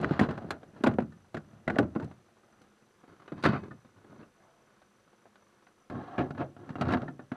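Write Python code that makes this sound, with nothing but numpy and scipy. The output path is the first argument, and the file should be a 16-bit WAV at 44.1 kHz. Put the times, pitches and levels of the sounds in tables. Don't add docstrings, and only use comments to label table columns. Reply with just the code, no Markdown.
import sys
import numpy as np
from scipy import signal
from scipy.fft import rfft, irfft, next_fast_len
from scipy.io import wavfile

SR = 44100
rng = np.random.default_rng(int(sys.argv[2]) if len(sys.argv) > 2 else 0)


def generate_wav(signal):
    frames = np.transpose(np.atleast_2d(signal))
    scaled = np.clip(frames, -1, 1) * 32767
    pcm = np.round(scaled).astype(np.int16)
    wavfile.write(sys.argv[1], SR, pcm)


N = 324567

# (time [s], box thump in the attack [dB], wall clack in the attack before colour [dB],
# hardness [dB/octave], damping [dB], negative = none)
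KNOCKS = [(0.012, -24, -54.5, 8, 10), (0.044, -26.5, -43, 0, -2), (0.109, -16, -35.5, -0.5, 4),
          (0.193, -21, -27, 2.5, -0.5), (0.211, -14.5, -33, 1.5, -5), (0.233, -26, -36.5, 0, 5),
          (0.245, -32, -43.5, 1.5, -1), (0.262, -31, -45, -0.5, 7), (0.286, -31, -44, -10, -1),
          (0.309, -42, -54, 6, 5), (0.328, -43, -50, -6, 4), (0.376, -37, -39.5, 0, 1.5),
          (0.443, -33, -52, -4, -2), (0.5059, -40, -30.5, 4.5, 5.5), (0.631, -50, -51.5, 0.5, 11),
          (0.807, -31, -56, 1, 6), (0.837, -17, -26.5, 3, 7.5), (0.862, -27, -32, 0, -9),
          (0.869, -14.5, -24.5, 1, 3), (0.889, -28.5, -40.5, -3.5, -2.5), (0.912, -34, -43, -2, 5),
          (0.937, -42, -51.5, 4, 9), (0.942, -26, -56, -7, 7), (0.985, -18.5, -29.5, -4.5, 15.5),
          (1.003, -28.5, -43, 0, 4), (1.021, -29.5, -47, -1, 0), (1.122, -49, -65.5, 6, -12),
          (1.344, -30, -38, 2, 2.5), (1.37, -34.5, -44.5, 3, 0.5), (1.532, -44, -68, 5, -3),
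          (1.678, -28, -29.5, 0, 3.5), (1.7, -33, -34, 0, 3), (1.763, -35, -35.5, -7, 10),
          (1.786, -17, -26, 2.5, 10.5), (1.793, -18, -31.5, -8.5, 2), (1.805, -26, -43, -0.5, 1),
          (1.828, -29, -42, -1.5, -5), (1.951, -35.5, -44.5, -0.5, -4), (1.96, -21, -37.5, -4, 8.5),
          (1.998, -33, -42, 0.5, 3.5), (2.025, -32.5, -50, 2.5, -3.5), (2.043, -37, -60, 8, -4),
          (2.112, -57, -53.5, 1, 6), (2.616, -55, -62.5, 7.5, -10), (3.037, -56.5, -54.5, -3, 5),
          (3.278, -56, -45.5, 2, -5), (3.319, -29, -42, -1.5, -2.5), (3.426, -46, -46, 8, 6),
          (3.4374, -24, -28, 5.5, 1), (3.452, -22.5, -24, 2, -1), (3.459, -24.5, -22.5, 3, 3.5),
          (3.471, -19, -32.5, 2, 4), (3.486, -24.5, -33.5, 2.5, 2.5), (3.503, -38, -37, 0, 2),
          (3.533, -30, -37, -4, -2), (3.551, -33.5, -35.5, -3.5, 0), (3.635, -41, -52, 1.5, -4),
          (3.657, -42, -55, 0, 5), (3.711, -44, -50, -0.5, -5), (3.847, -52, -57, 0.5, 1),
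          (4.045, -54, -56.5, -2.5, 10), (4.107, -62, -60, -5, 5), (4.128, -56, -54, -8, 6),
          (4.172, -55, -65, -5, -2), (4.229, -60, -52.5, -1, 0), (4.817, -76, -56.5, 1, 5),
          (5.129, -72.5, -59.5, -3, 4), (5.255, -67.5, -54, -5, 2), (5.356, -68, -55.5, 3.5, 5.5),
          (5.667, -78, -54, 1.5, 5), (5.899, -38, -48.5, 4.5, -5), (5.953, -36, -47.5, -2.5, -5),
          (6, -50, -51, -4.5, 2), (6.181, -29, -33.5, 0, 5.5), (6.189, -28.5, -38, -1, -3),
          (6.205, -37, -36, -6.5, -4), (6.306, -29, -44, 2.5, 7), (6.349, -36, -52, 0.5, -5),
          (6.378, -46, -43, 0.5, -5), (6.414, -39, -39, -3.5, -2), (6.565, -47, -54.5, 0.5, -1),
          (6.691, -37.5, -48.5, 3.5, 6), (6.703, -33, -53, 4, 4.5), (6.755, -34.5, -41.5, 0.5, 0.5),
          (6.811, -25, -35, 5.5, 1.5), (6.82, -26, -33.5, -1, 0), (6.852, -32, -44.5, 2, -2),
          (6.868, -27, -42, -0.5, -0.5), (6.883, -37, -47.5, 6, -2), (6.906, -38, -37, 2, -2),
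          (6.919, -29, -45, 5, 7), (6.923, -21.5, -35, 3.5, 2), (6.935, -26, -29.5, 1.5, 3.5),
          (6.946, -34, -36, 0.5, 9), (6.956, -26.5, -46.5, -6, 3), (6.971, -41, -39, -0.5, 3),
          (7.018, -51, -46, 2.5, 7), (7.028, -40, -47.5, -8, 4), (7.082, -38, -43.5, -0.5, -5),
          (7.193, -41, -49.5, -1, 0), (7.317, -27, -42, 2, 4.5)]
BAND_EDGES_HZ = [70, 420, 1100, 3000, 7000, 12500]
# (frequency [Hz], level [dB])
PLASTIC = [(25, -46.5), (45, -21.5), (62, -23.5), (85, -6), (140, -5), (176, -5), (220, 0), (350, -1),
           (480, -4.5), (680, -2.5), (920, -6.5), (1550, -0.5), (2900, -21), (4000, -29.5), (5200, -40),
           (12000, -54.5)]
# (frequency [Hz], t60 [s])
FLUTTER = [(100, 0.26), (400, 0.092), (1500, 0.2), (5000, 0.011), (11000, 0.038)]
# (frequency [Hz], t60 [s])
HOLLOW = [(80, 0.97), (210, 0.38), (560, 0.18), (1500, 0.24), (4000, 0.033), (10000, 0.089)]
# (frequency [Hz], level [dB])
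SLIP = [(25, -18.5), (50, -13.5), (100, 0.5), (230, 1), (480, -0.5), (750, 3.5), (1100, 2.5), (1600, -2.5),
        (2700, -18.5), (4200, -21), (6000, -35), (12000, -60)]
# (frequency [Hz], relative level [dB])
AIR = [(15, -79), (25, -6.5), (99, -15), (171, -27), (200, 8), (273, -13.5), (346, 2), (425, -7), (510, -1),
       (836, -23.5), (1410, -13.5), (2430, -16), (5880, -23), (12500, -26.5), (16200, -52), (22000, -120)]
# (frequency [Hz], relative level [dB], t60 [s])
RIGHT_TOTE = [(86, 2, .7), (138, 6, .4), (152, 7, .55), (208, 10, .28), (220, 11, .28), (290, 3, .35),
              (340, 6, .3), (372, 4, .25), (450, 2, .3), (533, 2, .2), (592, 10, .2), (635, 5, .25),
              (665, 5, .16), (735, 7, .18), (810, 11, .18), (1026, 2, .2), (1155, 7, .15), (1355, 5, .16),
              (1438, 8, .13), (1490, 9, .14), (1650, 8, .14), (1950, 6, .12), (2088, 9, .14), (2530, 6, .2),
              (2647, 8, .1), (2850, 4, .12), (3919, 2, .1), (4150, 3, .1), (7100, 9, .035), (7700, 9, .035)]
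LEFT_TOTE = [(138, 11, .35), (166, 11, .5), (212, 6, .3), (361, 5, .5), (506, 3, .33), (678, 2, .3),
             (1034, 13, .3), (1136, 7, .25), (1179, 7, .3), (1270, 7, .3), (1405, 12, .28), (1470, 13, .24),
             (1502, 10, .17), (1615, 4, .33), (1663, 5, .29), (1803, 7, .25), (2040, 9, .28),
             (2277, 6, .35), (2552, 22, .42), (3015, 11, .14), (3219, 15, .3), (3685, 16, .2),
             (3830, 17, .22), (3940, 17, .3), (4377, 17, .26), (4680, 18, .2)]
MIDDLE_TOTE = [(98, 8, 0.3), (119.5, 8.6, 0.2), (140.7, 20, 0.48), (218, 3.9, 0.26), (253.6, 17.8, 0.32),
               (317.2, 11, 0.69), (415, 2.6, 0.31), (592, 12, 0.32), (635, 8.8, 0.11), (707, 14, 0.12),
               (747, 9.7, 0.088), (820, 8.9, 0.09), (908, 14.2, 0.073), (1113, 11.8, 0.038),
               (1256, 11, 0.077), (1340, 6.8, 0.058), (1393, 12, 0.057), (1498, 5.2, 0.065),
               (1685, 12, 0.021), (1980, 4.4, 0.17), (2150, 6.8, 0.14), (2500, 5.4, 0.12),
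               (2760, 10, 0.033), (3820, 5.8, 0.048), (4500, 5.4, 0.11)]
# (time [s], length [s], centre [Hz], rms before the stroke [dB])
RIM_RASPS = [(0.0442, 0.0067, 1580, -22.5), (0.028, 0.014, 1250, -40), (0.03, 0.024, 2370, -47),
             (0.192, 0.014, 1700, -22.5), (0.208, 0.071, 1050, -36.5), (0.21, 0.06, 2980, -50.5),
             (0.297, 0.11, 1340, -56), (0.838, 0.044, 890, -30), (0.862, 0.014, 2300, -36.5),
             (0.998, 0.013, 2074, -45), (1.368, 0.012, 1590, -36.5), (1.677, 0.01, 1780, -28),
             (1.698, 0.013, 1790, -31), (1.758, 0.0077, 1660, -35.5), (1.785, 0.0052, 1560, -15.5),
             (3.438, 0.0082, 940, -30.5), (3.452, 0.016, 1480, -21.5), (3.532, 0.059, 1260, -36.5),
             (3.528, 0.07, 2150, -48), (4.356, 0.49, 674, -66.5), (6.066, 0.15, 1150, -57),
             (6.09, 0.32, 726, -46), (6.176, 0.06, 2350, -44.5), (6.393, 0.086, 613, -38),
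             (6.383, 0.015, 2500, -59), (6.405, 0.035, 2360, -49), (6.914, 0.039, 1980, -41),
             (6.935, 0.0057, 1110, -32)]
# (time [s], length [s], from [Hz], to [Hz], rms before the swell [dB])
SQUEALS = [(2.002, 0.035, 890, 920, -45), (5.97, 0.053, 793, 858, -45.5)]
# (time [s], length [s], box rumble [dB], edge rasp [dB])
PUSHES = [(0, 0.043, -30.5, -40), (0.088, 0.091, -46, -43), (0.201, 0.04, -32, -39.5),
          (0.287, 0.023, -37.5, -39), (0.404, 0.13, -44, -56), (0.544, 0.14, -54, -66),
          (0.733, 0.091, -53.5, -60), (0.844, 0.029, -44.5, -44), (1.417, 0.7, -60.5, -65),
          (1.67, 0.094, -38, -53), (1.984, 0.04, -43, -59), (2.457, 0.22, -67, -66.5),
          (3.077, 0.043, -56, -60), (3.155, 0.1, -60.5, -60.5), (3.357, 0.068, -48, -52),
          (3.436, 0.017, -39.5, -28), (3.469, 0.075, -41.5, -39), (3.61, 0.046, -44.5, -55),
          (3.945, 0.14, -59.5, -65.5), (4.096, 0.13, -53, -61.5), (4.353, 0.16, -80, -67.5),
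          (5.899, 0.085, -38.5, -50.5), (5.983, 0.25, -49, -50.5), (6.188, 0.027, -30, -40),
          (6.372, 0.038, -37.5, -46), (6.59, 0.13, -48.5, -57.5), (6.783, 0.12, -37, -47),
          (6.888, 0.022, -33, -36), (6.958, 0.08, -39.5, -52), (7.334, 0.038, -60, -49)]
# (frequency [Hz], level [dB])
RIGHT_CLACK = [(680, 1), (1800, -10.5), (4600, -17), (9400, -37)]
LEFT_CLACK = [(680, -3.5), (1800, -11.5), (4600, -19), (9400, -46.5)]
MIDDLE_CLACK = [(680, 2.5), (1800, -7.5), (4600, -15.5), (9400, -44)]
RIGHT_RING_DB, LEFT_RING_DB, MIDDLE_RING_DB = -0.5, -3, 0.5
RIGHT_SLIP_RATE, LEFT_SLIP_RATE, MIDDLE_SLIP_RATE = 170, 140, 500
# (from [s], to [s], modes, clack colour, ring [dB], slip rate [1/s])
TURNS = [(0, 2.9, RIGHT_TOTE, RIGHT_CLACK, RIGHT_RING_DB, RIGHT_SLIP_RATE),
         (2.9, 5.8, LEFT_TOTE, LEFT_CLACK, LEFT_RING_DB, LEFT_SLIP_RATE),
         (5.8, 7.4, MIDDLE_TOTE, MIDDLE_CLACK, MIDDLE_RING_DB, MIDDLE_SLIP_RATE)]
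# (time [s], level [dB], pitch favoured by the spot [Hz])
TAPS = [(1.122, -50.5, 1470), (3.709, -40, 1460), (4.228, -61.5, 2700), (6.729, -54, 1600),
        (7.078, -41.5, 1794), (7.191, -48.5, 1800)]
# (frequency [Hz], relative level [dB], t60 [s])
RIM = [(1230, -1, 0.1), (1460, -2.5, 0.046), (1760, -4, 0.097), (1820, -1, 0.053), (2710, -0.5, 0.056)]
# (frequency [Hz], level [dB])
MICROPHONE = [(9500, -0.5), (11000, -2), (12700, -5)]

AIR_DB, TOP_HZ = -68.5, 12750
RING_SIZE, FFT_SIZE, ATTACK_SIZE = 24000, 32768, 706
PIVOT_HZ = 1127
CHOKE_S, KNOCK_HZ, BOOM_HZ, BOOM_LOSS_SHARE = 0.013, 249, 132, 0.91
GRIP_S, PRESS_DB, RUMBLE_FALL_DB_PER_S, RASP_FALL_DB_PER_S = 0.0011, 2, 170.5, 275
STIR_RUMBLE_DB, STIR_RASP_DB = -72, -70


def amp(db):
    return 10 ** (np.asarray(db) / 20)


def unit(x):
    return x / np.sqrt(np.mean(x ** 2) + 1e-20)


def along(points, hz):
    f, v = np.transpose(points)
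    return np.interp(np.log(hz + 1), np.log(f + 1), v)


def filtered(x, gain):
    m = next_fast_len(N + SR // 2)
    return irfft(rfft(x, m) * gain(np.fft.rfftfreq(m, 1 / SR)), m)[:N]


def coloured(x, points):
    cepstrum = irfft(np.log(amp(along(points, np.fft.rfftfreq(FFT_SIZE, 1 / SR)))))
    cepstrum[1:FFT_SIZE // 2] *= 2
    cepstrum[FFT_SIZE // 2 + 1:] = 0
    response = np.exp(rfft(cepstrum))
    return irfft(rfft(x, FFT_SIZE) * response)[:len(x)]


def air():
    noise = rng.standard_normal(N)
    return amp(AIR_DB) * unit(filtered(noise, lambda hz: amp(along(AIR, hz))))


def whine(pitch_hz=5992, width_hz=70, tone_db=-89, fuzz_db=-86, pulse_hz=50, depth=1.0):
    t = np.arange(N) / SR
    noise = rng.standard_normal(N)
    fuzz = unit(filtered(noise, lambda hz: 1 / (1 + ((hz - pitch_hz) / width_hz) ** 2)))
    tone = np.sqrt(2) * np.sin(2 * np.pi * pitch_hz * t)
    pulse = 1 + depth * np.sin(2 * np.pi * pulse_hz * t)
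    return (amp(tone_db) * tone + amp(fuzz_db) * fuzz) * pulse


def dying_noise(decay, count):
    hz, t, z = signal.stft(rng.standard_normal((count, RING_SIZE)), SR, nperseg=256)
    fade = amp(-60 * t / along(decay, hz)[:, None])
    fade /= np.sqrt(np.mean(fade ** 2, axis=1, keepdims=True) * RING_SIZE)
    return signal.istft(z * fade, SR, nperseg=256)[1][:, :RING_SIZE]


def dispersed(x, delay_s, scatter=0.305):
    hz = np.fft.rfftfreq(FFT_SIZE, 1 / SR)
    travel_s = delay_s * np.exp(scatter * rng.standard_normal((len(x), 1)))
    phase = np.exp(-4j * np.pi * travel_s * np.sqrt(1000 * hz))
    return irfft(rfft(x, FFT_SIZE) * phase)[:, :RING_SIZE]


def box_answers(tote, count, flutter_db, hollow_db, modes_db, crunch_db,
                spread_db=2, crunch_t60_s=0.058, crunch_hz=1500, rise_s=0.00072):
    t = np.arange(RING_SIZE) / SR
    hz, db, t60_s = np.transpose(tote)[:, :, None]
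    damping = np.log(1000) / t60_s
    mode_gain = amp(db + modes_db) * 2 * damping / SR
    modes = mode_gain * np.exp(-damping * t) * np.cos(2 * np.pi * hz * t)
    favour = amp(spread_db * rng.standard_normal((count, len(hz))))
    ring = favour @ modes
    walls = amp(flutter_db) * dying_noise(FLUTTER, count) + amp(hollow_db) * dying_noise(HOLLOW, count)
    lowpass = signal.butter(1, crunch_hz, fs=SR, output='sos')
    highpass = signal.butter(1, crunch_hz, 'high', fs=SR, output='sos')
    push = signal.sosfilt(lowpass, signal.unit_impulse(RING_SIZE))
    grind = signal.sosfilt(highpass, dying_noise([(crunch_hz, crunch_t60_s)], count))
    onset = 1 - np.exp(-t / rise_s)
    crunch = amp(crunch_db) * grind * onset
    driven_ring = signal.fftconvolve(ring, crunch, axes=1)[:, :RING_SIZE]
    return dispersed(push + ring, delay_s=0.000901) + walls * onset + crunch + driven_ring


def slips(rate, spread_db, jerk_rate, jerk_db):
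    knots = rng.standard_normal(N // 100)
    jerks = np.interp(np.arange(N) * jerk_rate / SR, np.arange(len(knots)), np.clip(knots, -2, 2))
    happens = rng.random(N) < rate / SR
    size_db = spread_db * np.clip(rng.standard_normal(N), -2, 2) + jerk_db * jerks
    return happens * amp(size_db) * rng.choice([-1, 1], N)


def pushing(t):
    rumble, rasp = amp(STIR_RUMBLE_DB), amp(STIR_RASP_DB)
    for s, length_s, rumble_db, rasp_db in PUSHES:
        grip = np.clip((t - s) / GRIP_S, 0, 1)
        press = grip * amp(PRESS_DB * np.clip((t - s) / length_s - 1, -1, 0))
        after_s = np.maximum(t - s - length_s, 0)
        rumble = np.maximum(rumble, press * amp(rumble_db - RUMBLE_FALL_DB_PER_S * after_s))
        rasp = np.maximum(rasp, press * amp(rasp_db - RASP_FALL_DB_PER_S * after_s))
    return rumble, rasp


def sliding(start_s, end_s, tote, ring_db, slip_rate, split_hz=480):
    t = np.arange(N) / SR
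    held = (t >= start_s) & (t < end_s)
    rumble_gain, rasp_gain = pushing(t[held])
    answers = box_answers(tote, count=4, flutter_db=0.0, hollow_db=-6.5, modes_db=ring_db - 10.5, crunch_db=10.5)
    rub = np.zeros(N)
    for answer in answers:
        impulses = slips(rate=slip_rate, spread_db=5.0, jerk_rate=90, jerk_db=4.0)
        rub += signal.oaconvolve(impulses, coloured(answer, SLIP))[:N]
    rumble = filtered(rub, lambda hz: 1 / (1 + (hz / split_hz) ** 6))
    rasp = rub - rumble
    sound = np.zeros(N)
    sound[held] = rumble_gain * unit(rumble)[held] + rasp_gain * unit(rasp)[held]
    return sound


def touches(start_s, end_s):
    return [knock for knock in KNOCKS if start_s <= knock[0] < end_s]


def damped(blow, damping_db):
    t = np.arange(RING_SIZE) / SR
    loss_db = max(damping_db, 0)
    choked = blow * amp(-loss_db * (1 - np.exp(-(t / CHOKE_S) ** 2)))
    return coloured(choked, [(BOOM_HZ, -BOOM_LOSS_SHARE * loss_db), (KNOCK_HZ, 0)])


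def knocks(start_s, end_s, tote, clack, ring_db):
    contacts = touches(start_s, end_s)
    bands = list(zip(BAND_EDGES_HZ, BAND_EDGES_HZ[1:]))
    centres_hz = np.sqrt(np.prod(bands, axis=1))
    answers = box_answers(tote, len(contacts), flutter_db=6, hollow_db=0, modes_db=ring_db - 5.5, crunch_db=14.5)
    blows = np.array([damped(coloured(answer, PLASTIC), contact[-1])
                      for answer, contact in zip(answers, contacts)])
    attacks = [signal.sosfilt(signal.butter(3, band, 'band', fs=SR, output='sos'), blows[:, :ATTACK_SIZE])
               for band in bands]
    attack_db = 10 * np.log10(np.mean(np.square(attacks), axis=2)).T
    clack_hz = centres_hz[1:]
    out = np.zeros(N + RING_SIZE)
    for (s, thump_db, clack_db, hardness, _), blow, own_db in zip(contacts, blows, attack_db):
        walls_db = clack_db + along(clack, clack_hz) + hardness * np.log2(clack_hz / PIVOT_HZ)
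        gain_db = np.append(thump_db, walls_db) - own_db
        out[max(0, round(s * SR)):][:RING_SIZE] += coloured(blow, list(zip(centres_hz, gain_db)))
    return out[:N]


def rim_rasps(width=0.14, swell=0.12):
    out = np.zeros(N + SR)
    for s, length_s, hz, db in RIM_RASPS:
        edges_hz = [hz * np.exp(-width), hz * np.exp(width)]
        band = signal.butter(2, edges_hz, 'band', fs=SR, output='sos')
        rasp = unit(signal.sosfilt(band, rng.standard_normal(RING_SIZE))[:round(length_s * SR)])
        stroke = np.interp(np.linspace(0, 1, len(rasp)), [0, swell, 1], [0, 1, 0])
        out[round(s * SR):][:len(rasp)] += amp(db) * stroke * rasp
    return out[:N]


def rim_taps(reach_octaves=0.35, rise_s=0.001):
    t = np.arange(RING_SIZE) / SR
    hz, db, t60_s = np.transpose(RIM)[:, :, None]
    out = np.zeros(N + RING_SIZE)
    for s, level_db, spot_hz in TAPS:
        favour = np.exp(-(np.log2(hz / spot_hz) / reach_octaves) ** 2)
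        decay = np.exp(-np.log(1000) * t / t60_s)
        ring = favour * amp(db) * decay * np.sin(2 * np.pi * (hz * t + rng.random(hz.shape)))
        onset = 1 - np.exp(-t / rise_s)
        out[round(s * SR):][:RING_SIZE] += amp(level_db) * ring.sum(axis=0) * onset
    return out[:N]


def squeals(waver=0.026, waver_hz=90, overtone_db=-14, swell=0.86):
    out = np.zeros(N + SR)
    for s, length_s, from_hz, to_hz, db in SQUEALS:
        u = np.linspace(0, 1, round(length_s * SR))
        knots = rng.standard_normal(N // 100)
        unsteady = np.interp(u * length_s * waver_hz, np.arange(len(knots)), knots)
        pitch_hz = (from_hz + (to_hz - from_hz) * u) * (1 + waver * unsteady)
        phase = 2 * np.pi * np.cumsum(pitch_hz) / SR
        note = unit(np.sin(phase) + amp(overtone_db) * np.sin(2 * phase))
        out[round(s * SR):][:len(u)] += amp(db) * np.interp(u, [0, swell, 1], [0, 1, 0]) * note
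    return out[:N]


def scene():
    background = air() + whine()
    totes = np.zeros(N)
    for start_s, end_s, tote, clack, ring_db, slip_rate in TURNS:
        totes += sliding(start_s, end_s, tote, ring_db, slip_rate)
        totes += knocks(start_s, end_s, tote, clack, ring_db)
    return (background + totes + rim_rasps() + rim_taps() + squeals())[None]


def record(dry):
    def response(hz):
        return amp(along(MICROPHONE, hz)) * (hz < TOP_HZ)
    return np.array([filtered(channel, response) for channel in dry])


dry = scene()
out = record(dry)
generate_wav(out)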